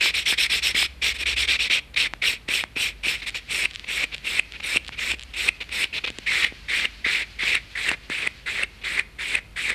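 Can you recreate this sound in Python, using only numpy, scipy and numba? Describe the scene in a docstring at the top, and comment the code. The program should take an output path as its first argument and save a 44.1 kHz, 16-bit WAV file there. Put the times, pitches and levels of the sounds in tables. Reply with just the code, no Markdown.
"""Buffing a fingernail, close up

A foam buffing block rubs a long hard fingernail, close to the microphone in a small quiet room.
Grit catches thousands of times a second and rings block and nail; strokes often end as the nail tip
flicks off the edge. Ticks, dull taps and a faint rustle fall in between, over mains hum and room hiss."""
import sys
import numpy as np
from scipy import signal
from scipy.fft import rfft, irfft, next_fast_len
from scipy.io import wavfile
from numba import njit

SR = 44100
rng = np.random.default_rng(int(sys.argv[2]) if len(sys.argv) > 2 else 0)


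def store_pcm(level_fs):
    """Save levels as 16-bit WAV."""
    pcm = np.round(np.clip(level_fs, -1, 1) * 32767).astype(np.int16)
    wavfile.write(sys.argv[1], SR, np.atleast_2d(pcm).T)


N = 429534

# strokes of the block, the short ones only light brushes: (start [s], end [s], level [dB], swell early to late
# [dB], brightness [dB])
BUFF_STROKES = [(.01, 0.107, -23, -7, -1.5), (0.142, 0.234, -29, -10.5, -0.5),
                (0.26, 0.342, -23.5, -4.5, 0.5), (0.379, 0.465, -24.5, -4.5, 1),
                (0.5, 0.595, -24.5, -4, -0.5), (0.626, 0.716, -25, -4.5, 1.5),
                (0.749, 0.861, -23.5, -5.5, 0), (1.022, 1.124, -25, -6, -1), (1.142, 1.185, -37.5, -7, 23),
                (1.185, 1.237, -30, 8, 12.5), (1.259, 1.342, -26, -4, 1.5), (1.364, 1.455, -25, -2, 4.5),
                (1.476, 1.565, -22.5, -1.5, -1), (1.592, 1.677, -25.5, -3.5, 1.5),
                (1.7, 1.792, -22, -5, -2.5), (1.942, 1.946, -34.5, 6, -2), (1.963, 2.071, -23, -3.5, -1),
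                (2.222, 2.338, -25, -5, 0.5), (2.484, 2.61, -26.5, -0.5, 1.5), (2.762, 2.889, -26.5, -1, 1),
                (3.036, 3.149, -26.5, -1.5, -0.5), (3.174, 3.21, -46, 3, 19), (3.22, 3.251, -37, -8, 5),
                (3.264, 3.297, -30, 1, 18), (3.346, 3.397, -34, -12.5, 18), (3.507, 3.662, -27, -0.5, 2.5),
                (3.844, 3.846, -31, 0, -12), (3.883, 4.049, -28, 2, -0.5), (4.118, 4.152, -34, 9, -8),
                (4.253, 4.401, -28, 1, -1.5), (4.537, 4.57, -38, -3, -25), (4.603, 4.606, -31, 2, -18),
                (4.636, 4.779, -28.5, 3.5, 1.5), (4.923, 4.953, -39, -4, -9),
                (4.989, 5.147, -28.5, 1, -0.5), (5.339, 5.351, -33.5, -3, 17),
                (5.368, 5.494, -27.5, 3.5, 0.5), (5.606, 5.632, -31, -5, -3), (5.691, 5.693, -35, 12, -3),
                (5.724, 5.856, -27, 2.5, 0), (5.93, 5.992, -29, 3, 6), (6.041, 6.053, -25, -1, -10),
                (6.063, 6.065, -28, 0, -5), (6.073, 6.097, -31, -14, -16), (6.265, 6.471, -24, -1.5, 0),
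                (6.686, 6.856, -25.5, -2, -1), (7.047, 7.224, -25, -3, -1), (7.391, 7.574, -25, 0.5, -2.5),
                (7.755, 7.941, -26.5, 3.5, -1.5), (8.099, 8.275, -27.5, -2, -4),
                (8.462, 8.643, -27, -2, -3.5), (8.814, 8.828, -43, 6, -10), (8.838, 9.01, -27, -1.5, -2),
                (9.189, 9.387, -27.5, 0.5, -0.5), (9.562, 9.732, -27, 2, 1)]
# the nail tip leaving the edge: (time [s], peak [dB], pitch [Hz], rasp [dB])
TIP_FLICKS = [(3.657, -5, 2580, -16), (4.043, -27, 2260, -21), (4.397, -3, 2540, -15),
              (4.772, -3, 2720, -15), (5.119, -24, 2300, -34), (5.491, -1.5, 2530, -14.5),
              (5.844, -10, 2900, -38), (6.449, -8, 2970, -30), (6.856, -7.5, 2850, -25),
              (7.555, -7.5, 2700, -11.5), (7.894, -6.5, 2730, -11), (8.275, -6.5, 2460, -16),
              (8.636, -6.5, 2680, -16), (8.997, -5, 2440, -18), (9.355, -5, 2500, -14.5),
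              (9.705, -11, 2480, -18.5)]


def scrape():
    """Grit rings the block, whose pitch shifts with the grip, and the nail; faster rubbing is brighter."""
    # foam and finger under pressure: (centre [Hz], width [Hz], level [dB])
    body_modes = [(129, 224, -8.5), (381, 370, -2.5), (894, 430, -9.5), (1500, 1440, 3)]
    # nail rings, two low, one high, the sizzle, two airy: (centre [Hz], width [Hz], level [dB])
    nail_modes = [(3480, 1130, 0), (4060, 950, -11.5), (5356, 450, 0), (7995, 2370, 0), (12000, 3300, 2.5),
                  (13600, 2400, 0)]
    pressure, speed, block_hz, (low_db, high_db, sizzle_db, air_db, body_db) = hand()
    shared = grit()
    catches = lambda: shared + 8.2 * grit()    # body and nail rings also get catches of their own
    uneven = lambda: from_db(1.6 * drift(50))
    wander = lambda: .03 * drift(12)
    slow_width_hz, fast_width_hz = 480, 950    # the block rings clearer when rubbed slowly
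    block_width_hz = slow_width_hz + (fast_width_hz - slow_width_hz) * speed
    out = moving_ring(shared, block_hz * (1 + wander()), block_width_hz) * uneven()
    for hz, width_hz, db in body_modes:
        out += unit_rms(ring(catches(), hz, width_hz)) * from_db(db + body_db) * uneven()
    dull_db = -14.5 * (1 - speed)    # treble lost as the hand turns
    drives = [low_db + .42 * dull_db] * 2 + [high_db + dull_db, sizzle_db + dull_db]
    drives += [air_db + 1.8 * dull_db] * 2
    for (hz, width_hz, db), drive_db in zip(nail_modes, drives):
        bent_hz = hz * (1 + .0073 * (speed - .7) + wander())    # rises with speed, wanders with contact
        nail = moving_ring(catches(), bent_hz, np.full(N, width_hz, float))
        out += nail * from_db(db + drive_db) * uneven()
    return pressure * out


def grit(per_s=9000, spread_db=2.5):
    """The abrasive catches at random moments, now and then much harder."""
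    sizes = from_db(spread_db * np.minimum(rng.exponential(1, N), 5)) * rng.choice([-1, 1], N)
    return unit_rms(sizes * (rng.random(N) < per_s / SR))


def hand(edge_db=-1.5, lifted_db=-23.5):
    """The hand lands, sweeps and lifts: gives pressure, speed (0-1), block pitch and five tone levels."""
    # how the block is held: (from [s], landing [s], lifting [s], fastest point [share of stroke],
    # bulge there [dB], block pitch early [Hz], middle [Hz], late [Hz], body rise over the stroke [dB],
    # nail low [dB], nail high [dB], sizzle [dB], air [dB], body [dB])
    grips = [(-1, 0.008, 0.017, 0.53, 2, 2330, 2470, 2260, 3, -2, -8.5, -11.5, -25, -21.5),
             (1.22, 0.0042, 0.013, 0.46, 1, 2400, 2600, 2270, 1.5, -3, -14.5, -15.5, -34, -21),
             (2.14, 0.0068, 0.047, 0.48, 4, 2390, 2660, 2300, -1, -6, -15.5, -14, -26, -20.5),
             (3.5, 0.029, 0.0098, 0.5, -0.5, 2380, 2220, 2430, 1.5, -5.5, -15, -11.5, -26.5, -18),
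             (6, 0.0058, 0.035, 0.5, 2.5, 2050, 2310, 2180, 5, -7.5, -21, -17.5, -35, -22.5),
             (7.5, 0.0047, 0.02, 0.35, -2.5, 1960, 2350, 2060, 7.5, -9, -27, -14.5, -35, -19)]
    # a light brush: columns as a grip, from the fastest point on
    brush = (0.54, 0.5, 2377.5, 2446, 2388, -3, -5, -28.5, -29, -38, -16.5)
    # how far the tone follows brightness: (low, high, sizzle, air, body) [dB per dB]
    bright_shares = (0.12, 0.93, 0.96, 0.53, -0.054)
    t, pressure, speed = np.arange(N) / SR, np.zeros(N), np.zeros(N)
    pitch, colour = [], []
    for on, off, level_db, swell_db, bright_db in BUFF_STROKES:
        length = off - on
        grip = [row[1:] for row in grips if row[0] < on][-1]
        if length < .065:    # short contacts only brush the nail
            grip = (.005, .005, *brush)
        land, lift, fastest, bulge_db, early_hz, mid_hz, late_hz, rise_db, *tone = grip
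        early, mid, late = on + length * np.array([.15, fastest, .85])
        early_db, late_db = level_db - swell_db / 2, level_db + swell_db / 2
        span = slice(max(int((on - land) * SR), 0), int((off + lift) * SR))
        db = np.interp(t[span], [on - land, on, early, mid, late, off, off + lift],
                       [early_db + lifted_db, early_db + edge_db, early_db, level_db + bulge_db,
                        late_db, late_db + edge_db / 2, late_db + lifted_db])
        pressure[span] = np.maximum(pressure[span], from_db(db))
        arch = np.interp(np.linspace(0, 1, len(db)), [0, fastest, 1], [0, np.pi / 2, np.pi])
        speed[span] = np.abs(np.sin(arch)) ** .52
        pitch += [(mid - .21 * length, early_hz), (mid, mid_hz), (late, late_hz)]
        *nail_db, body_db = np.array(tone) + bright_db * np.array(bright_shares)
        colour += [(on, *nail_db, body_db - rise_db / 2), (off, *nail_db, body_db + rise_db / 2)]
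    catch_db, catch_s, slipped_db, reach = 7, .012, -2, SR // 20
    build = from_db(catch_db * np.exp(np.arange(-reach, 0) / SR / catch_s))
    for s, *_ in TIP_FLICKS:    # pressure builds before a flick; after it only the flat of the nail rubs
        at = int(s * SR)
        pressure[at - reach:at] *= build
        pressure[at + 60:at + reach] *= from_db(slipped_db)
    return pressure, speed, in_time(pitch)[0], in_time(colour)


def flicks(rise_s=.0028, fall_s=.00045):
    """The tip chatters and rasps ever harder on the edge, lets go with a thud, and is damped at once."""
    out = blows([row[0] for row in TIP_FLICKS], db=-32.5, hz=224, width_hz=480)
    t = np.arange(-800, 300) / SR
    swell = np.exp(np.where(t < 0, t / rise_s, -t / fall_s))
    rasp = noise_band(8550, 1460)
    for s, db, hz, rasp_db in TIP_FLICKS:
        span = slice(int(s * SR) - 800, int(s * SR) + 300)
        phase = rng.uniform(0, 2 * np.pi)
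        lower_ring = from_db(-5.5) * np.sin(2 * np.pi * .828 * hz * t + phase)
        chatter = from_db(db) * (np.sin(2 * np.pi * hz * t + phase) + lower_ring) / 1.5
        out[span] += swell * (chatter + from_db(rasp_db - 12) * rasp[span])
    return out


def ticks_and_taps():
    """Ticks are a bright click on a short ring of the block; taps are a blunt knock and a low thud."""
    # small dry ticks: (time [s], click [dB], body [dB])
    dry_ticks = [(2.488, -53, -12), (3.289, -32, -20), (3.305, -30, -22), (3.742, -42, -24),
                 (3.759, -50, -13), (3.796, -40, -18), (4.146, -27, -13), (4.181, -36, -21),
                 (4.522, -36, -19.5), (4.848, -37, -24), (4.883, -25, -16), (5.21, -36, -24),
                 (5.235, -25, -23), (5.642, -39, -30), (6.077, -36, -17), (6.103, -25, -17),
                 (6.186, -20.5, -16), (8.1, -26, -21)]
    # taps of block or finger: (time [s], thud [dB], knock [dB])
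    dull_taps = [(.0597, -29, -10), (.3258, -25.5, -11.5), (0.7478, -25, -23), (0.828, -34, -9.5),
                 (2.1366, -29, -10), (2.488, -23, -24), (2.6387, -28.5, -8), (2.765, -23.5, -21),
                 (3.0695, -26.5, -21), (4.601, -42, -25), (4.7603, -19, -15), (4.892, -32.5, -16.5),
                 (5.1377, -28.5, -23.5), (5.693, -38, -26), (6.1024, -28.5, -39), (6.1871, -25.5, -22),
                 (6.5236, -30, -44), (7.064, -23.5, -21), (7.4337, -26, -14.5), (7.9154, -21, -5.5),
                 (8.1002, -21.5, -15.5)]
    s, click_db, body_db = np.transpose([*dry_ticks, *crackle()])
    ticks = blows(s, click_db, 6800, 3000) + blows(s, body_db, 2730, 2250)
    s, thud_db, knock_db = np.transpose(dull_taps)
    thuds = blows(s, thud_db, 200, 430)
    knocks = blows(s, knock_db - 3.5, 510, 1600) + blows(s, knock_db - 8.5, 1630, 1200)
    foam = signal.butter(4, 9500, fs=SR, output="sos")    # foam blunts every contact
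    return signal.sosfilt(foam, ticks - thuds - knocks)


def crackle(gap_s=.007, spread_db=4):
    """Faint uneven ticks come in short runs: rows of (time [s], click [dB], body [dB])."""
    # runs of ticks: (start [s], end [s], body [dB])
    runs = [(3.688, 3.82, -26), (4.15, 4.19, -27.5), (4.822, 4.9, -24.5), (5.18, 5.24, -27.5)]
    rows = []
    for start, end, db in runs:
        gap, click, body = rng.standard_normal((40, 3)).T
        s = start + gap_s * np.cumsum(np.exp(1.3 * gap))
        rows += list(np.transpose([s, db - 13 + spread_db * click, db + spread_db * body])[s < end])
    return rows


def rustle(swing_db=6, swing_peak=.65):
    """Fingers shift on the foam; the upper band swells in each pause as the block swings back."""
    # faint finger rustle: (time [s], level [dB])
    levels = [(0, -48.5), (.84, -45.5), (1.0, -58), (1.6, -48), (1.8, -61), (2.9, -59.5), (3.2, -47.5),
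              (5.24, -53.5), (6.29, -47.5), (8.35, -51.5), (9.74, -61)]
    # its lower and upper band: (centre [Hz], width [Hz], level [dB])
    bands = [(2200, 2260, 0), (4250, 1200, -12)]
    low, high = [from_db(db) * noise_band(hz, width_hz) for hz, width_hz, db in bands]
    swing = []
    for (_, off, *_), (on, *_) in zip(BUFF_STROKES, BUFF_STROKES[1:]):
        swing += [(off, 0), (off + swing_peak * (on - off), swing_db), (on, 0)]
    level = from_db(in_time(levels)[0] + 1.5 * drift(10))
    return level * (low + from_db(in_time(swing)[0]) * high)


def room(x, t60_s=.42, wall_cut_hz=12000):
    """Near walls return the sound along eight paths, duller on every round."""
    size = next_fast_len(N + SR)
    w = 2 * np.pi * np.arange(size // 2 + 1) / size
    dull = 1 / (1 + 1j * w * SR / (2 * np.pi * wall_cut_hz))
    tail = 0
    for k, lag in enumerate((rng.uniform(.008, .022, 8) * SR).astype(int)):
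        loop = from_db(-60 * lag / SR / t60_s) * dull * np.exp(-1j * w * lag)
        tail = tail + (-1) ** k * loop / (1 - loop)
    return irfft(rfft(x, size) * tail, size)[:N]


def room_tone(hiss_db=-50, mains_hz=50, mains_db=-51.5, drone_hz=64.3):
    """Steady room hiss lies under mains hum and a low drone, both slightly unsteady."""
    # colour of the hiss: (frequency [Hz], relative density [dB])
    hiss_spectrum = [(25, -11), (60, 2.5), (150, -6), (400, -14.5), (900, -20), (2000, -20), (6000, -34),
                     (9000, -33.5), (13000, -36.5), (15500, -60)]
    # swells of the drone: (time [s], level [dB])
    drone_levels = [(0.0, -57), (1.25, -42), (1.54, -43.5), (1.79, -55), (4.12, -66), (5.13, -48),
                    (5.51, -55.5), (9.58, -66.5), (9.74, -53)]
    hz, t = np.arange(N // 2 + 1) * SR / N + 1, np.arange(N) / SR
    knot_hz, knot_db = np.transpose(hiss_spectrum)
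    colour = from_db(np.interp(np.log(hz), np.log(knot_hz), knot_db))
    hiss = from_db(hiss_db) * unit_rms(irfft(rfft(rng.standard_normal(N)) * colour, N))
    hum = from_db(mains_db + 2.2 * drift(2.3)) * np.sin(2 * np.pi * mains_hz * t + 1.1 * drift(1.1))
    drone_level = from_db(in_time(drone_levels)[0] + 2.9 * drift(9.4))
    drone = drone_level * np.sin(2 * np.pi * drone_hz * t + .36 * drift(2.4))
    return hiss + np.sqrt(2) * (hum + drone)


def blows(times, db, hz, width_hz):
    """Each blow is one click through a broad resonance, peaking at its level."""
    clicks = np.zeros(N)
    np.add.at(clicks, np.minimum((np.array(times) * SR).astype(int), N - 1), from_db(db))
    peak = np.abs(ring(signal.unit_impulse(400), hz, width_hz)).max()
    return ring(clicks, hz, width_hz) / peak


def noise_band(hz, width_hz):
    """Noise through a resonance, at unit rms."""
    return unit_rms(ring(rng.standard_normal(N), hz, width_hz))


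def ring(x, hz, width_hz):
    """A two-pole resonance with gain 1 on top, applied twice for steep flanks."""
    r = np.exp(-np.pi * width_hz / SR)
    b = np.array([1, 0, -1]) * (1 - r * r) / 2
    a = [1, -2 * r * np.cos(2 * np.pi * hz / SR), r * r]
    return signal.lfilter(b, a, signal.lfilter(b, a, x + 1e-18) + 1e-18)


def moving_ring(x, hz, width_hz):
    """A steep resonance whose centre and width move, equally loud at every width."""
    turn, r = np.cos(2 * np.pi * hz / SR), np.exp(-np.pi * width_hz / SR)
    return unit_rms(moving_poles(moving_poles(x, turn, r), turn, r) / np.sqrt(width_hz))


@njit
def moving_poles(x, turn, r):
    """Two poles whose angle (cosine: turn) and radius change every sample."""
    y = np.zeros(len(x))
    for i in range(2, len(x)):
        y[i] = (1 - r[i] ** 2) * (x[i] - x[i - 2]) + 2 * r[i] * turn[i] * y[i - 1] - r[i] ** 2 * y[i - 2]
    return y


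def drift(rate_hz):
    """Slow random motion at unit rms."""
    r = np.exp(-2 * np.pi * rate_hz / SR)
    return unit_rms(signal.lfilter([1], [1, -2 * r, r * r], rng.standard_normal(N + SR))[SR:])


def in_time(rows):
    """Columns of a timed table, joined by straight lines, one value a sample."""
    s, *columns = np.transpose(sorted(rows))
    return [np.interp(np.arange(N) / SR, s, c) for c in columns]


def from_db(db):
    """Decibels to gain."""
    return 10 ** (np.asarray(db) / 20)


def unit_rms(x):
    """Scale to unit rms."""
    return x / np.sqrt(np.mean(x ** 2) + 1e-20)


def scene():
    """Hands close to one microphone, with faint reflections and room tone behind."""
    hands = scrape() + rustle() + flicks() + ticks_and_taps()
    return (hands + from_db(-32) * room(hands) + room_tone())[None]


def record(dry):
    """The microphone chain cuts the top steeply, 80 dB down at 15.7 kHz."""
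    return signal.sosfilt(signal.cheby2(20, 80, 15700, fs=SR, output="sos"), dry)


dry = scene()
out = record(dry)
store_pcm(out)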